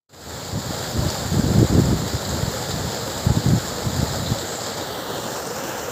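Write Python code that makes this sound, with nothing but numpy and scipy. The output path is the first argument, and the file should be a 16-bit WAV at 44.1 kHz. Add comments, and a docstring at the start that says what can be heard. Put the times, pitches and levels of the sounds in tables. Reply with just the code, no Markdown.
"""A stream runs past a wooden waterwheel among bushes, heard from some metres away.
Bubbles gurgle in the channel; water spilling off the wheel hisses, spatters and splats.
Gusts buffet the microphone with rumble and hard eddies until the wind drops.
The sound fades in; towards the end the broad bands of the hiss drift and change colour."""
import sys
import numpy as np
from scipy import signal
from scipy.fft import rfft, irfft
from scipy.io import wavfile
from scipy.ndimage import uniform_filter1d

SR = 44100
rng = np.random.default_rng(int(sys.argv[2]) if len(sys.argv) > 2 else 0)


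def digitize_waveform(pressure):
    """Quantize a signal to 16-bit integers and store it at the path in sys.argv[1].

    Rows of a 2-D input are taken as channels; values are limited to [-1, 1].
    """
    field = np.atleast_2d(pressure).T
    bounded = np.clip(field, -1, 1)
    quanta = np.round(bounded * 32767).astype(np.int16)
    wavfile.write(sys.argv[1], SR, quanta)


N = 260631
TIME_S = np.arange(N) / SR
FREQ_HZ = np.fft.rfftfreq(N, 1 / SR)


def gain_of(db):
    """Decibels to amplitude."""
    return 10 ** (np.asarray(db) / 20)


def unit_rms(x):
    """Scale to rms 1."""
    return x / np.sqrt(np.mean(x ** 2) + 1e-20)


def spectrum_db(points, hz):
    """Interpolate levels on a log-frequency axis."""
    freq_hz, level_db = np.transpose(points)
    return np.interp(np.log(hz + 1), np.log(freq_hz + 1), level_db)


def bell(x, centre, sigma):
    """Gaussian of height 1."""
    return np.exp(-.5 * ((x - centre) / sigma) ** 2)


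def add(mix, start_s, sound):
    """Mix a sound in at start_s."""
    part = mix[max(round(start_s * SR), 0):][:len(sound)]
    part += sound[:len(part)]


def noise(bin_gains, samples=N):
    """Spectrally shaped noise, rms 1."""
    return unit_rms(irfft(rfft(rng.standard_normal(samples)) * bin_gains, samples))


def wander(rate_hz):
    """Slow random modulation, rms 1."""
    return noise(1 / (1 + (FREQ_HZ / rate_hz) ** 2))


def patches(shape, bins, frames):
    """Random blotches over frequency and time, rms 1."""
    field = uniform_filter1d(rng.standard_normal(shape), bins, axis=0)
    return unit_rms(uniform_filter1d(field, frames, axis=1))


def spatter(drops_per_s=380, spread_db=2.5, drop_s=0.0011, spray_s=0.026, spray_ratio=0.075, wash=0.53):
    """White excitation: each drop is a sharp burst plus spray, over a wash of smaller drops."""
    t = np.arange(4000) / SR
    hits = rng.random(N) < drops_per_s / SR
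    drop_db = spread_db * np.minimum(rng.exponential(1, N), 4)
    decay = np.exp(-t / drop_s) + spray_ratio * np.exp(-t / spray_s)
    power = signal.oaconvolve(hits * gain_of(drop_db) ** 2, decay)[:N]
    return np.sqrt(wash + (1 - wash) * abs(power) / power.mean()) * rng.standard_normal(N)


def drifted(row, hz, drift):
    """Shape and dB of a band or hollow at drift 0..1; width scales with centre."""
    early_hz, sigma_hz, early_db, late_hz, late_db = row
    centre_hz = early_hz + (late_hz - early_hz) * drift
    return bell(hz, centre_hz, sigma_hz * centre_hz / early_hz), early_db + (late_db - early_db) * drift


# Stream rush: freq_hz, level_db
RUSH_SPECTRUM = [(30, -49), (60, -21.5), (120, -17), (280, -20), (400, -20), (700, -20), (1080, -23.5),
                 (1700, -24.5), (2100, -29.5), (3000, -33.5), (6000, -33), (8600, -39), (10200, -43),
                 (15500, -44.5)]
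# Channel resonances under the wheel: centre_hz, sigma_hz, gain_db
CHANNEL_RESONANCES = [(505, 92, 5.5), (830, 91, 3), (1320, 81, 2.2)]
# Hiss bands, before and after the drift: early_hz, sigma_hz, early_db, late_hz, late_db
HISS_BANDS = [(4315, 670, -25.5, 2670, -29), (4900, 270, -31.5, 4100, -35), (5400, 420, -58, 6000, -32.5),
              (7213, 376, -24, 7200, -27.5), (11500, 440, -40.5, 11500, -49), (14100, 970, -38, 13900, -36)]
# Hollows between the bands: early_hz, sigma_hz, early_db, late_hz, late_db
HISS_HOLLOWS = [(2590, 257, -4, 2300, -5), (5640, 220, -2.5, 4700, -2), (9900, 770, -.5, 10700, -2.5)]
# Brief swells and dips in the hiss: middle_s, sigma_s, centre_hz, sigma_hz, glide_hz_per_s, gain_db
HISS_SWISHES = [(5.13, 0.15, 2400, 330, -900, -6), (5.21, 0.12, 3800, 450, -1000, 3.5),
                (4.87, .13, 7000, 550, -2500, -2), (5.44, .14, 4940, 570, 1800, 6),
                (5.35, 0.11, 8800, 600, 1000, 4.5), (5, 0.099, 7100, 530, 1500, -9),
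                (4.56, 0.088, 7700, 600, 4, 5), (4.75, 0.17, 10300, 790, 0, -5),
                (5.42, .13, 2900, 470, -800, -4.5), (4.68, 0.11, 15000, 900, 0, -5),
                (4.93, .07, 13850, 350, 0, 3), (5.78, .11, 13600, 450, 0, 2)]


def water_colour(hz, t, drift):
    """Time-frequency gain: rush through the resonant channel, plus the shifting hiss."""
    channel_db = sum(db * bell(hz, centre_hz, sigma_hz) for centre_hz, sigma_hz, db in CHANNEL_RESONANCES)
    power = gain_of(spectrum_db(RUSH_SPECTRUM, hz) + channel_db) ** 2
    for band in HISS_BANDS:
        shape, level_db = drifted(band, hz, drift)
        power = power + gain_of(level_db) ** 2 * shape
    gain = np.sqrt(power)
    for hollow in HISS_HOLLOWS:
        shape, gain_db = drifted(hollow, hz, drift)
        gain *= gain_of(gain_db * shape)
    for middle_s, sigma_s, centre_hz, sigma_hz, glide_hz_per_s, gain_db in HISS_SWISHES:
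        shape = bell(hz, centre_hz + glide_hz_per_s * (t - middle_s), sigma_hz)
        gain *= gain_of(gain_db * bell(t, middle_s, sigma_s) * shape)
    return gain


def water(drift_start_s=4.68, drift_length_s=0.67, churn_rise_db=2.0, surge_db=0.13, crossover_hz=2200):
    """Stream and wheel: spill flickers in the treble; churn moves the lows and grows with the drift."""
    drive = spatter() * gain_of(surge_db * wander(rate_hz=19))
    hz, t, spectra = signal.stft(drive, SR, nperseg=1024, noverlap=768)
    hz = hz[:, None]
    drift = np.clip((t - drift_start_s) / drift_length_s, 0, 1)
    treble = 1 / (1 + (crossover_hz / (hz + 1)) ** 4)
    spill_db = 1 + patches(spectra.shape, bins=16, frames=5)
    churn_db = 0.46 + churn_rise_db * drift + 0.94 * patches(spectra.shape, bins=4, frames=7)
    spectra *= water_colour(hz, t, drift) * gain_of(treble * spill_db + (1 - treble) * churn_db)
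    return signal.istft(spectra, SR, nperseg=1024, noverlap=768)[1][:N]


def bubble(pitch_hz, decay_cycles, rise):
    """Trapped air rings briefly, rising in pitch as it nears the surface."""
    cycles = pitch_hz * np.arange(6000) / SR
    envelope = (1 - np.exp(-cycles)) * np.exp(-cycles / decay_cycles)
    return envelope * np.sin(2 * np.pi * cycles * (1 + rise * cycles / decay_cycles / 2))


# Largest bubbles: start_s, level_db, pitch_hz
LARGE_BUBBLES = [(1.02, -25, 593), (2.535, -23, 516), (2.96, -26, 497), (3.06, -25.5, 527),
                 (3.285, -26, 833), (3.77, -26, 486), (4.35, -22.5, 551), (5.5, -25.5, 482),
                 (5.875, -24.5, 490)]


def gurgle(small_rms_db=-41, median_hz=700, spread_oct=.7, spread_db=3, count=700):
    """Many small bubbles in the channel; a few large ones ring longer."""
    small, large = np.zeros(N), np.zeros(N)
    starts_s = rng.random(count) * N / SR
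    pitches_hz = median_hz * 2 ** (spread_oct * rng.standard_normal(count))
    levels_db = spread_db * np.minimum(rng.exponential(1, count), 3.5)
    for start_s, level_db, pitch_hz in zip(starts_s, levels_db, pitches_hz):
        gain = gain_of(level_db) * min(median_hz / pitch_hz, 1)
        add(small, start_s, gain * bubble(pitch_hz, decay_cycles=10, rise=0.0446))
    for start_s, level_db, pitch_hz in LARGE_BUBBLES:
        add(large, start_s, gain_of(level_db) * bubble(pitch_hz, decay_cycles=17.4, rise=0.0097))
    return gain_of(small_rms_db) * unit_rms(small) + large


# Gusts: start_s, length_s, strength_db
WIND_GUSTS = [(.27, .045, -29), (0.525, 0.071, -19.5), (0.648, 0.078, -25.5), (0.943, 0.15, -17.5),
              (1.21, .11, -26.5), (1.316, 0.11, -16), (1.427, 0.11, -15), (1.534, 0.13, -12),
              (1.698, 0.13, -11.5), (1.811, 0.17, -15), (1.97, .11, -23.5), (2.127, .05, -20.5),
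              (2.26, 0.15, -23.5), (2.677, 0.22, -25.5), (3.245, .09, -21.5), (3.344, 0.058, -17.5),
              (3.441, 0.15, -15.5), (3.845, 0.062, -19.5), (3.925, 0.13, -24), (4.057, 0.28, -26.5),
              (4.3, 0.038, -22)]


def airflow(breeze_db=-35, calm_start_s=4.31, fall_db_per_s=70, arch_exponent=0.3):
    """Wind strength: squarish gusts over a breeze that drops to a calm."""
    power = gain_of(breeze_db - fall_db_per_s * np.maximum(TIME_S - calm_start_s, 0)) ** 2
    for start_s, length_s, strength_db in WIND_GUSTS:
        arch = np.sin(np.pi * np.arange(0, length_s, 1 / SR) / length_s).clip(0) ** arch_exponent
        add(power, start_s, (gain_of(strength_db) * arch) ** 2)
    return np.sqrt(power)


# Wind rumble: freq_hz, relative_db
RUMBLE_SPECTRUM = [(20, -50), (45, -13), (72, -1), (118, 1.5), (170, -4.5), (250, -8.5), (400, -20.5),
                   (700, -29.5), (1500, -46), (4000, -74)]
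# Tearing in strong gusts: freq_hz, relative_db
TEAR_SPECTRUM = [(70, -22), (120, 8), (220, -0.5), (300, 2), (400, -4.5), (700, -18.5), (1500, -33),
                 (4000, -69)]


def wind(reference_db=-15, rumble_db=-3.5, tear_db=-8, flutter_db=2.0):
    """Turbulence at the microphone: faster air sheds smaller eddies, so tearing outgrows rumble."""
    strength = airflow() / gain_of(reference_db)
    rumble = noise(gain_of(spectrum_db(RUMBLE_SPECTRUM, FREQ_HZ)))
    rumble /= np.sqrt(uniform_filter1d(rumble ** 2, size=1400))  # flatten its own slow swells
    tear = noise(gain_of(spectrum_db(TEAR_SPECTRUM, FREQ_HZ)))
    air = gain_of(rumble_db) * strength ** 0.74 * rumble + gain_of(tear_db) * strength ** 1.85 * tear
    return gain_of(reference_db + flutter_db * wander(rate_hz=43)) * air


# Hardest eddies: middle_s, level_db, pitch_hz
EDDY_STRIKES = [(.958, -14.5, 110), (.993, -8, 110), (1.397, -4, 157), (1.583, -2.5, 157), (1.63, 3, 249),
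                (1.718, -4, 129), (1.772, -6, 160), (1.8, .5, 186), (2.433, -6, 108), (2.48, -8.5, 121),
                (3.269, -2, 118), (3.305, -3.5, 118), (3.373, -5, 161), (3.462, -4.5, 200),
                (3.523, -9, 147), (3.536, -1.5, 174), (3.877, -14, 130), (3.997, -8.5, 130),
                (4.03, -7.5, 170), (4.319, -7, 137)]


def eddies(width_cycles=0.49, trim_db=-1):
    """Each eddy hits the microphone as a short, steep pressure swing whose shape varies from hit to hit."""
    out, t = np.zeros(N), np.arange(-900, 900) / SR
    for middle_s, level_db, pitch_hz in EDDY_STRIKES:
        cycles = pitch_hz * t
        swing = np.cos(2 * np.pi * (cycles + rng.random())) / np.cosh(2 * cycles / width_cycles)
        add(out, middle_s + t[0], gain_of(level_db + trim_db) * swing * np.hanning(len(t)))
    return out


# Loud splats: start_s, level_db, centre_hz, sigma_oct, decay_s
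WHEEL_SPLATS = [(1.087, -24.5, 4560, 0.12, .012), (1.102, -21.5, 4830, 0.57, .0055),
                (2.25, -27, 4300, .2, .008), (2.29, -26, 6950, 0.12, .007), (2.712, -24, 4200, 0.23, .012),
                (4.262, -29, 3900, 0.12, 0.032), (4.388, -27, 4000, .16, 0.0043),
                (5.468, -32.5, 7700, .25, .011)]


def splats(trim_db=-1, samples=4096):
    """Dollops fall off the wheel, each a short bright noise burst."""
    out, t = np.zeros(N), np.arange(samples) / SR
    freq_oct = np.log2(np.fft.rfftfreq(samples, 1 / SR) + 1)
    for start_s, level_db, centre_hz, sigma_oct, decay_s in WHEEL_SPLATS:
        burst = noise(bell(freq_oct, np.log2(centre_hz), sigma_oct), samples)
        add(out, start_s, gain_of(level_db + trim_db) * burst * np.exp(-t / decay_s))
    return out


def scene():
    """Stream and wheel plus wind, mono."""
    return (water() + splats() + gurgle() + wind() + eddies())[None]


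# Fade-in: time_s, gain_db
FADE_IN = [(.085, -74), (.094, -26), (.124, -25.5), (.135, -17), (.25, -10), (.36, -4.5), (.57, -5),
           (.75, -1)]


def record(dry, low_cut_hz=50, high_cut_hz=15560, ceiling=.97):
    """Fade in, high-pass, soft-clip, low-pass."""
    faded = dry * gain_of(np.interp(TIME_S, *np.transpose(FADE_IN)))
    cut = signal.sosfilt(signal.butter(3, low_cut_hz, "high", fs=SR, output="sos"), faded)
    rounded = cut / (1 + (cut / ceiling) ** 6) ** (1 / 6)
    low_pass = signal.firwin(801, high_cut_hz, window=("kaiser", 9), fs=SR)
    return signal.oaconvolve(rounded, low_pass[None], "same")


dry = scene()
out = record(dry)
digitize_waveform(out)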